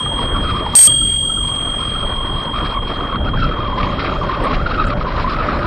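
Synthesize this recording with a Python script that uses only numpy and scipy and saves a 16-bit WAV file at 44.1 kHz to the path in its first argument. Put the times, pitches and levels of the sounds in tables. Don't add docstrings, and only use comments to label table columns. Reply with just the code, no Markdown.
import sys
import numpy as np
from scipy import signal
from scipy.io import wavfile
from scipy.ndimage import uniform_filter1d, minimum_filter1d

SR = 44100
rng = np.random.default_rng(int(sys.argv[2]) if len(sys.argv) > 2 else 0)


def transcribe(u):
    v = np.clip(np.atleast_2d(u).T, -1, 1)
    q = np.round(v * 32767).astype(np.int16)
    wavfile.write(sys.argv[1], SR, q)


def linear_from_db(decibels):
    return 10 ** (np.asarray(decibels, float) / 20)


N = 249606
T = np.arange(N) / SR
STROKE_S, RECOVER_S = .7530, .8743


def rms_one(x):
    return x / np.sqrt(np.mean(x ** 2) + 1e-20)


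def drift(rate):
    r = np.exp(-16 * np.pi * rate / SR)
    slow = signal.lfilter([1], [1, -2 * r, r * r], rng.standard_normal(N // 8 + 4002))[4000:]
    return np.interp(np.arange(N) / 8, np.arange(len(slow)), rms_one(slow))


def swells(rows):
    s, length, *levels_db = np.transpose(rows)
    coarse = T[::32]
    shape = np.clip(2.8 * (1 - 2 * np.abs(coarse - s[:, None]) / length[:, None]), 0, 1)
    return [np.interp(T, coarse, level_db @ shape) for level_db in levels_db]


def banded_noise(spectrum, shared_db, own_db, count=3):
    hz, level_db = np.transpose(spectrum)
    edges = hz[0] * 2 ** np.arange(0, np.log2(hz[-1] / hz[0]), 1 / count)
    together = drift(4.6) + drift(63.0)
    white = rng.standard_normal((2, N))
    out = 0
    for k, (low, high) in enumerate(zip(edges, edges[1:])):
        sos = signal.butter(2, [low, min(high, .45 * SR)], "band", fs=SR, output="sos")
        band = signal.sosfilt(sos, white[k % 2])
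        centre_db = np.interp(np.log(low * high) / 2, np.log(hz), level_db)
        out = out + band * linear_from_db(centre_db + shared_db * together + own_db * drift(14.0))
    return rms_one(out)


def gain_control():
    earlier_duck_db, duck_db, overshoot_db = -3, -9, 2.5
    sink_s, hold_s, climb_db_per_s = 0.05, 0.57, 3.5
    age = np.maximum(T - RECOVER_S, 0)
    after = duck_db + overshoot_db * np.exp(-age / sink_s) + climb_db_per_s * np.maximum(age - hold_s, 0)
    return np.where(T < STROKE_S, earlier_duck_db, np.minimum(after, 0))


# t/s, edge tone f/Hz, flow level/dB
AIR = [(.116, 938, -0.5), (.44, 1285, 1.5), (.745, 950, 2), (1.31, 1324, 0.5), (1.45, 1125, 1),
       (1.96, 1240, 2.5), (2.15, 1070, 1.5), (2.53, 1080, 1), (2.56, 1231, 2.5), (2.91, 1118, 1.5),
       (3.42, 1330, 0.5), (3.77, 1021, 0.5), (4.01, 1240, 1.5), (4.46, 1047, 0.5), (4.67, 1352, 0.5),
       (4.9, 1294, 1.5), (5.07, 1040, 0), (5.41, 1278, 1.5)]


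def air():
    s, hz, flow_db = np.transpose(AIR)
    return np.interp(T, s, hz), np.interp(T, s, flow_db)


# centre t/s, length t/s, level/dB
GUSTS = [(.24, 0.034, 3.5), (.4, 0.18, 5), (.57, 0.18, 3), (.92, .1, 2.5), (1.04, 0.12, 5),
         (1.42, 0.14, 4.5), (1.9, 0.07, 3.5), (2.04, 0.049, 5), (2.33, 0.067, 5.5), (2.6, 0.23, 1.5),
         (3.33, 0.39, 6), (3.89, 0.24, 2.5), (4.11, 0.081, 2.5), (4.33, 0.084, -4), (4.55, 0.088, 4),
         (4.93, .2, 2.5), (5.2, 0.13, 1.5)]


def follows(mean_db, flow, duck, gust):
    return mean_db + flow * air()[1] + duck * gain_control() + gust * swells(GUSTS)[0]


# centre t/s, length t/s, edge tone level/dB, hiss level/dB
EDDIES = [(.1, 0.037, -30, 3), (.21, 0.074, 5, 7), (.3, 0.08, -27, -9), (.41, .08, -9, -5),
          (.5, 0.051, 4.5, 6.5), (.63, 0.053, -3, -10), (.66, 0.023, 2.5, 4), (1.09, 0.58, -28, -2.5),
          (2.44, 0.064, -1, 4.5), (2.57, .08, 5.5, 3), (2.775, 0.074, 4.5, -10), (2.81, 0.025, -19, -10),
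          (2.855, 0.035, -21.5, -4.5), (3.13, 0.075, 5, 2), (3.21, 0.078, -35, -22), (3.32, 0.052, 0, -8.5),
          (3.45, 0.077, 5, 4.5), (3.56, .03, -3, -7.5), (3.79, 0.065, 4, 5), (4.0, 0.022, 1, 6),
          (4.28, 0.014, -20.5, -2), (4.46, 0.057, 4.5, 0), (4.53, 0.087, -0.5, 5), (4.68, 0.051, 3.5, 4),
          (4.73, 0.016, -11, -5), (4.82, 0.068, 6, 1.5), (4.865, .02, -2, -13.5), (4.955, 0.037, -26, -15),
          (5.05, .03, -24.5, -12), (5.2, .1, 1, 3)]


def eddies():
    return swells(EDDIES)


# f/Hz, level/dB per Hz
BUFFET = [(12, -13.5), (25, 3.5), (40, 0.5), (60, -2.5), (120, -5.5), (200, -10.5), (300, -15.5),
          (600, -37)]


def buffet():
    return linear_from_db(follows(-20.5, 0.36, 0.53, 0.88) - 1.0) * banded_noise(BUFFET, shared_db=0.18, own_db=0.0)


# f/Hz, level/dB per Hz
RUSH = [(120, -17), (250, -1), (440, -4), (600, -2), (770, -8), (1100, -4.5), (1600, -10.5), (2200, -25),
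        (4000, -31.5)]


def rush():
    return linear_from_db(follows(-26.5, 1.57, 1.18, 0.03) + 0.97) * banded_noise(RUSH, shared_db=1.58, own_db=2.62)


# f/Hz, level/dB per Hz
TYRE = [(900, -16.5), (1700, 9), (2600, 8), (3400, -2), (4000, 4.5), (4800, -4.5), (5600, -7.5),
        (6600, -10)]


def tyre_hiss(hiss_db):
    return linear_from_db(hiss_db + 6.5) * banded_noise(TYRE, shared_db=2.5, own_db=2.0, count=4)


# f/Hz, level/dB per Hz
FAINT = [(5000, -5), (6500, -5), (8000, -12), (9300, -10), (10000, -30), (10900, -14.5), (11600, -24),
         (12500, -36), (15600, -46.5)]


def far_hiss(hiss_db):
    level_db = -62.5 + 0.72 * (uniform_filter1d(hiss_db, size=8000) + 44.5)
    faint = linear_from_db(level_db) * banded_noise(FAINT, shared_db=-1.0, own_db=3.0, count=7)
    gap_hz = (9550, 10300)
    return signal.sosfilt(signal.butter(4, gap_hz, "bandstop", fs=SR, output="sos"), faint)


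def cavity():
    hoot_hz, width_hz, patchy_db = 590, 70, 4.0
    b, a = signal.iirpeak(hoot_hz, hoot_hz / width_hz, fs=SR)
    once = signal.lfilter(b, a, rng.standard_normal(N))
    hoot = rms_one(signal.lfilter(b, a, once))
    return hoot * linear_from_db(follows(-40.5, 5.4, 2.9, 1.7) + patchy_db * drift(3.6))


BELL_HZ = [3195.92, 3241.0, 4526.2, 6391.6, 7141.0, 7173.7, 8426.25, 11040.6, 12326.25, 14941.0, 7095.8,
           14973.7, 14895.8]
# old hum level/dB rms, stroke level/dB rms, t60/s, level/dB gained while the microphone is swamped
BELL = [(-25.5, -18, 6.23, 4), (-18, -14.5, 6.57, -3), (-61, -39.5, 2.6, 26.5), (-98.5, -60.5, 4.7, 5),
        (-63, -58, 3.8, 16), (-75.5, -65.5, 6.0, 43.5), (-30.5, -12, 2.52, 15), (-84, -94, 40, 67),
        (-66, -45.5, 2.55, 22), (-83.5, -79.5, 5.0, 26), (-65.5, -60.5, 4.0, 17), (-87, -81.5, 5.0, 20),
        (-86, -83, 5.0, 22.5)]
BEAT_TOPS_S = (.0112, .9018)


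def bell():
    struck = T >= STROKE_S
    age = np.where(struck, T - STROKE_S, T)
    in_step = T - np.where(struck, BEAT_TOPS_S[1], BEAT_TOPS_S[0])
    rows = []
    for hz, (old_db, new_db, t60, _) in zip(BELL_HZ, BELL):
        level_db = np.where(struck, new_db, old_db) - 60 * age / t60
        rows.append(linear_from_db(level_db) * np.sin(2 * np.pi * hz * in_step))
    trim_db = np.where(struck, 7.5, -1.5)
    return np.sqrt(2) * linear_from_db(gain_control() + trim_db) * np.array(rows)


# t/s, peak level/dB, f/Hz
LOCKS = [(.005, -23.5, 1024), (.06, -21, 1210), (.115, -24, 903), (.347, -22.5, 1360), (.735, -22, 1170),
         (0.876, -25.5, 1230), (1.014, -29.5, 1325), (1.297, -24.5, 1314), (1.373, -27, 1330),
         (3.333, -21, 1060), (3.984, -22, 1338), (4.213, -19, 1170), (4.292, -18, 1046),
         (4.662, -20.5, 1410), (5.01, -19.5, 1265), (5.068, -16.5, 1041), (5.243, -14.5, 1018),
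         (5.273, -16, 1100), (5.486, -16, 1245)]


def locks():
    rise_s, t60_s = 0.0013, 0.068
    out, age = np.zeros(N + SR), T[:SR // 4]
    for s, peak_db, hz in LOCKS:
        shape = (1 - np.exp(-age / rise_s)) * linear_from_db(peak_db + 6.5 - 60 * age / t60_s)
        out[round(s * SR):][:len(age)] += shape * np.sin(2 * np.pi * hz * age)
    return out[:N]


def whistle():
    edge_db = eddies()[0]
    hush_s, hush_db = 0.04, -16
    hush = swells([(s - hush_s / 2, hush_s, hush_db) for s, _, _ in LOCKS])[0]
    level_db = follows(-22.5, 2.15, 1.15, 0.29) + edge_db + hush
    lift_hz = 5.0 * np.maximum(edge_db, 0)
    wobble_hz = 30 * drift(14.0) + 95 * drift(120.0)
    phase = 2 * np.pi * np.cumsum(air()[0] + lift_hz + wobble_hz) / SR
    burst = np.clip(1.0 + .06 * drift(6.7) + 0.34 * drift(30.0) + 0.49 * drift(91.0), 0, None)
    burst = rms_one(burst) * linear_from_db(level_db - 1.0)
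    strength = np.tanh(burst / linear_from_db(-22.5))
    overtones = linear_from_db(-17.5) * np.sin(2 * phase) + linear_from_db(-22) * strength * np.sin(3 * phase)
    return burst * (np.sin(phase) + strength * overtones)


# t/s, peak level/dB, f/Hz, width f/Hz, t60/s
TICKS = [(0.214, -62, 9770, 200, 0.018), (0.7526, -2, 3320, 3040, 0.0084), (.886, -27, 9600, 3990, .06),
         (2.155, -57, 9250, 300, 0.048), (2.435, -45, 6160, 500, .03), (2.525, -36, 3020, 3000, .005),
         (2.588, -22, 2320, 1780, 0.0051), (3.44, -27.5, 4000, 1500, 0.022), (3.83, -16, 2270, 1500, 0.013),
         (4.422, -48, 8700, 1200, 0.053), (4.4388, -36, 8560, 1100, 0.013), (4.449, -46, 8600, 1000, 0.04),
         (4.43, -58, 15000, 900, 0.076), (4.437, -53.5, 12010, 3000, 0.018),
         (4.85, -49.5, 7440, 1200, 0.056), (4.8678, -39, 7400, 1100, 0.025), (4.868, -49, 8800, 900, 0.097),
         (4.885, -48, 7400, 1500, 0.034)]


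def ticks():
    out, draws = np.zeros(N), rng.standard_normal((len(TICKS), 2500))
    for (s, peak_db, hz, width_hz, t60), draw in zip(TICKS, draws):
        edges = [max(hz - width_hz / 2, 50), hz + width_hz / 2]
        band = signal.butter(3, edges, "band", fs=SR, output="sos")
        tick = signal.sosfilt(band, draw * linear_from_db(-60 * T[:2500] / t60))
        out[round(s * SR):][:2500] += linear_from_db(peak_db + 2.5) * tick / np.max(np.abs(tick))
    return out


# f/Hz, level/dB per Hz
CRACKLE = [(200, -23.5), (1800, -12), (3500, -16), (6000, -6), (8400, 1.5), (10500, 3), (13000, -19.5),
           (15700, -19), (17000, -30)]


def overload(wind, modes):
    span = slice(round((STROKE_S - .02) * SR), round((RECOVER_S + .02) * SR))
    swollen = modes * linear_from_db(np.array(BELL)[:, 3:])
    beat = (1 + np.cos(2 * np.pi * (BELL_HZ[1] - BELL_HZ[0]) * (T - BEAT_TOPS_S[1]))) / 2
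    break_s, rise_db_per_s, fall_db_per_s = .79, 297, 202.5
    slope = np.where(T < break_s, rise_db_per_s, fall_db_per_s)
    through_db = np.maximum(5.5 - np.abs(T - break_s) * slope, -6.5)
    breaking = linear_from_db(through_db) * (0.17 + beat ** 1.4)
    swollen[:2] *= breaking
    swollen[2] *= breaking ** 0.28
    crack = linear_from_db(-13 - 60 * np.abs(T - STROKE_S) / 0.0053) + linear_from_db(-9 - 60 * np.abs(T - RECOVER_S) / 0.0065)
    crackle = banded_noise(CRACKLE, shared_db=.2, own_db=1.2)
    noise = crackle * (linear_from_db(-12) * (1 + .15 * breaking) + crack)
    swing = signal.hilbert((linear_from_db(4) * wind + swollen.sum(axis=0) + noise)[span])
    pulled = 0.37 * beat ** 2.5
    limited = np.zeros(N)
    limited[span] = linear_from_db(-1.0) * (swing / np.abs(swing) * np.exp(1j * pulled[span])).real
    limited = signal.sosfilt(signal.butter(2, 11000, fs=SR, output="sos"), limited) + linear_from_db(-6.0) * noise
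    swamped = uniform_filter1d(1.0 * (T >= STROKE_S) * (T < RECOVER_S), size=20)
    return swamped * limited + (1 - swamped) * (wind + modes.sum(axis=0))


def scene():
    hiss_db = follows(-44.5, 2.7, 1.14, 0.05) + eddies()[1]
    wind = buffet() + rush() + tyre_hiss(hiss_db) + whistle() + cavity()
    wind = signal.sosfilt(signal.cheby2(14, 45, 6050, fs=SR, output="sos"), wind)
    return overload(wind + far_hiss(hiss_db) + ticks() + locks(), bell())[None]


# f/Hz, level/dB
STEP = [(300, -61.5), (1200, -42), (2200, -49.5), (3000, -52), (5000, -50), (7000, -55), (10000, -59.5),
        (15000, -65)]
# f/Hz, level/dB
THIN = [(0, -20), (3500, -6), (5300, 5), (5900, 11.5), (16000, 12.5)]


def round_lines(x):
    hz, _, lines = signal.stft(x, SR, "cosine", 2048, 1024)
    treble = np.sqrt(2 * np.sum(np.abs(lines[:, hz > 2000]) ** 2, axis=1, keepdims=True))
    step = linear_from_db(np.interp(hz, *np.transpose(STEP)))[:, None] * (treble / linear_from_db(-28.5)) ** 0.73 * linear_from_db(-22.0)
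    local = np.exp(uniform_filter1d(np.log(np.abs(lines) + 1e-9), size=24, axis=1))
    least = linear_from_db(np.interp(hz, *np.transpose(THIN)))[:, None] * minimum_filter1d(local, size=5)
    least = least * (treble < linear_from_db(-14))
    band_luck = rng.standard_normal((65, lines.shape[2]))
    band_luck = np.repeat(band_luck, 16, axis=0)[:len(hz)]
    step = np.clip(step, least, linear_from_db(11) * local) * linear_from_db(1.5 * band_luck)
    size = np.abs(lines) / step
    rounded = lines * np.floor(size + .4) / (size + 1e-9)
    return signal.istft(rounded, SR, "cosine", 2048, 1024)[1][:, :N]


def roll_off(x):
    return signal.sosfilt(signal.butter(12, 16480, fs=SR, output="sos"), x)


def record(dry):
    soft = dry / (1 + np.abs(dry / .9) ** 8) ** (1 / 8)
    cut = signal.sosfilt(signal.cheby2(14, 60, 16300, fs=SR, output="sos"), round_lines(soft))
    return roll_off(cut)


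dry = scene()
out = record(dry)
transcribe(out)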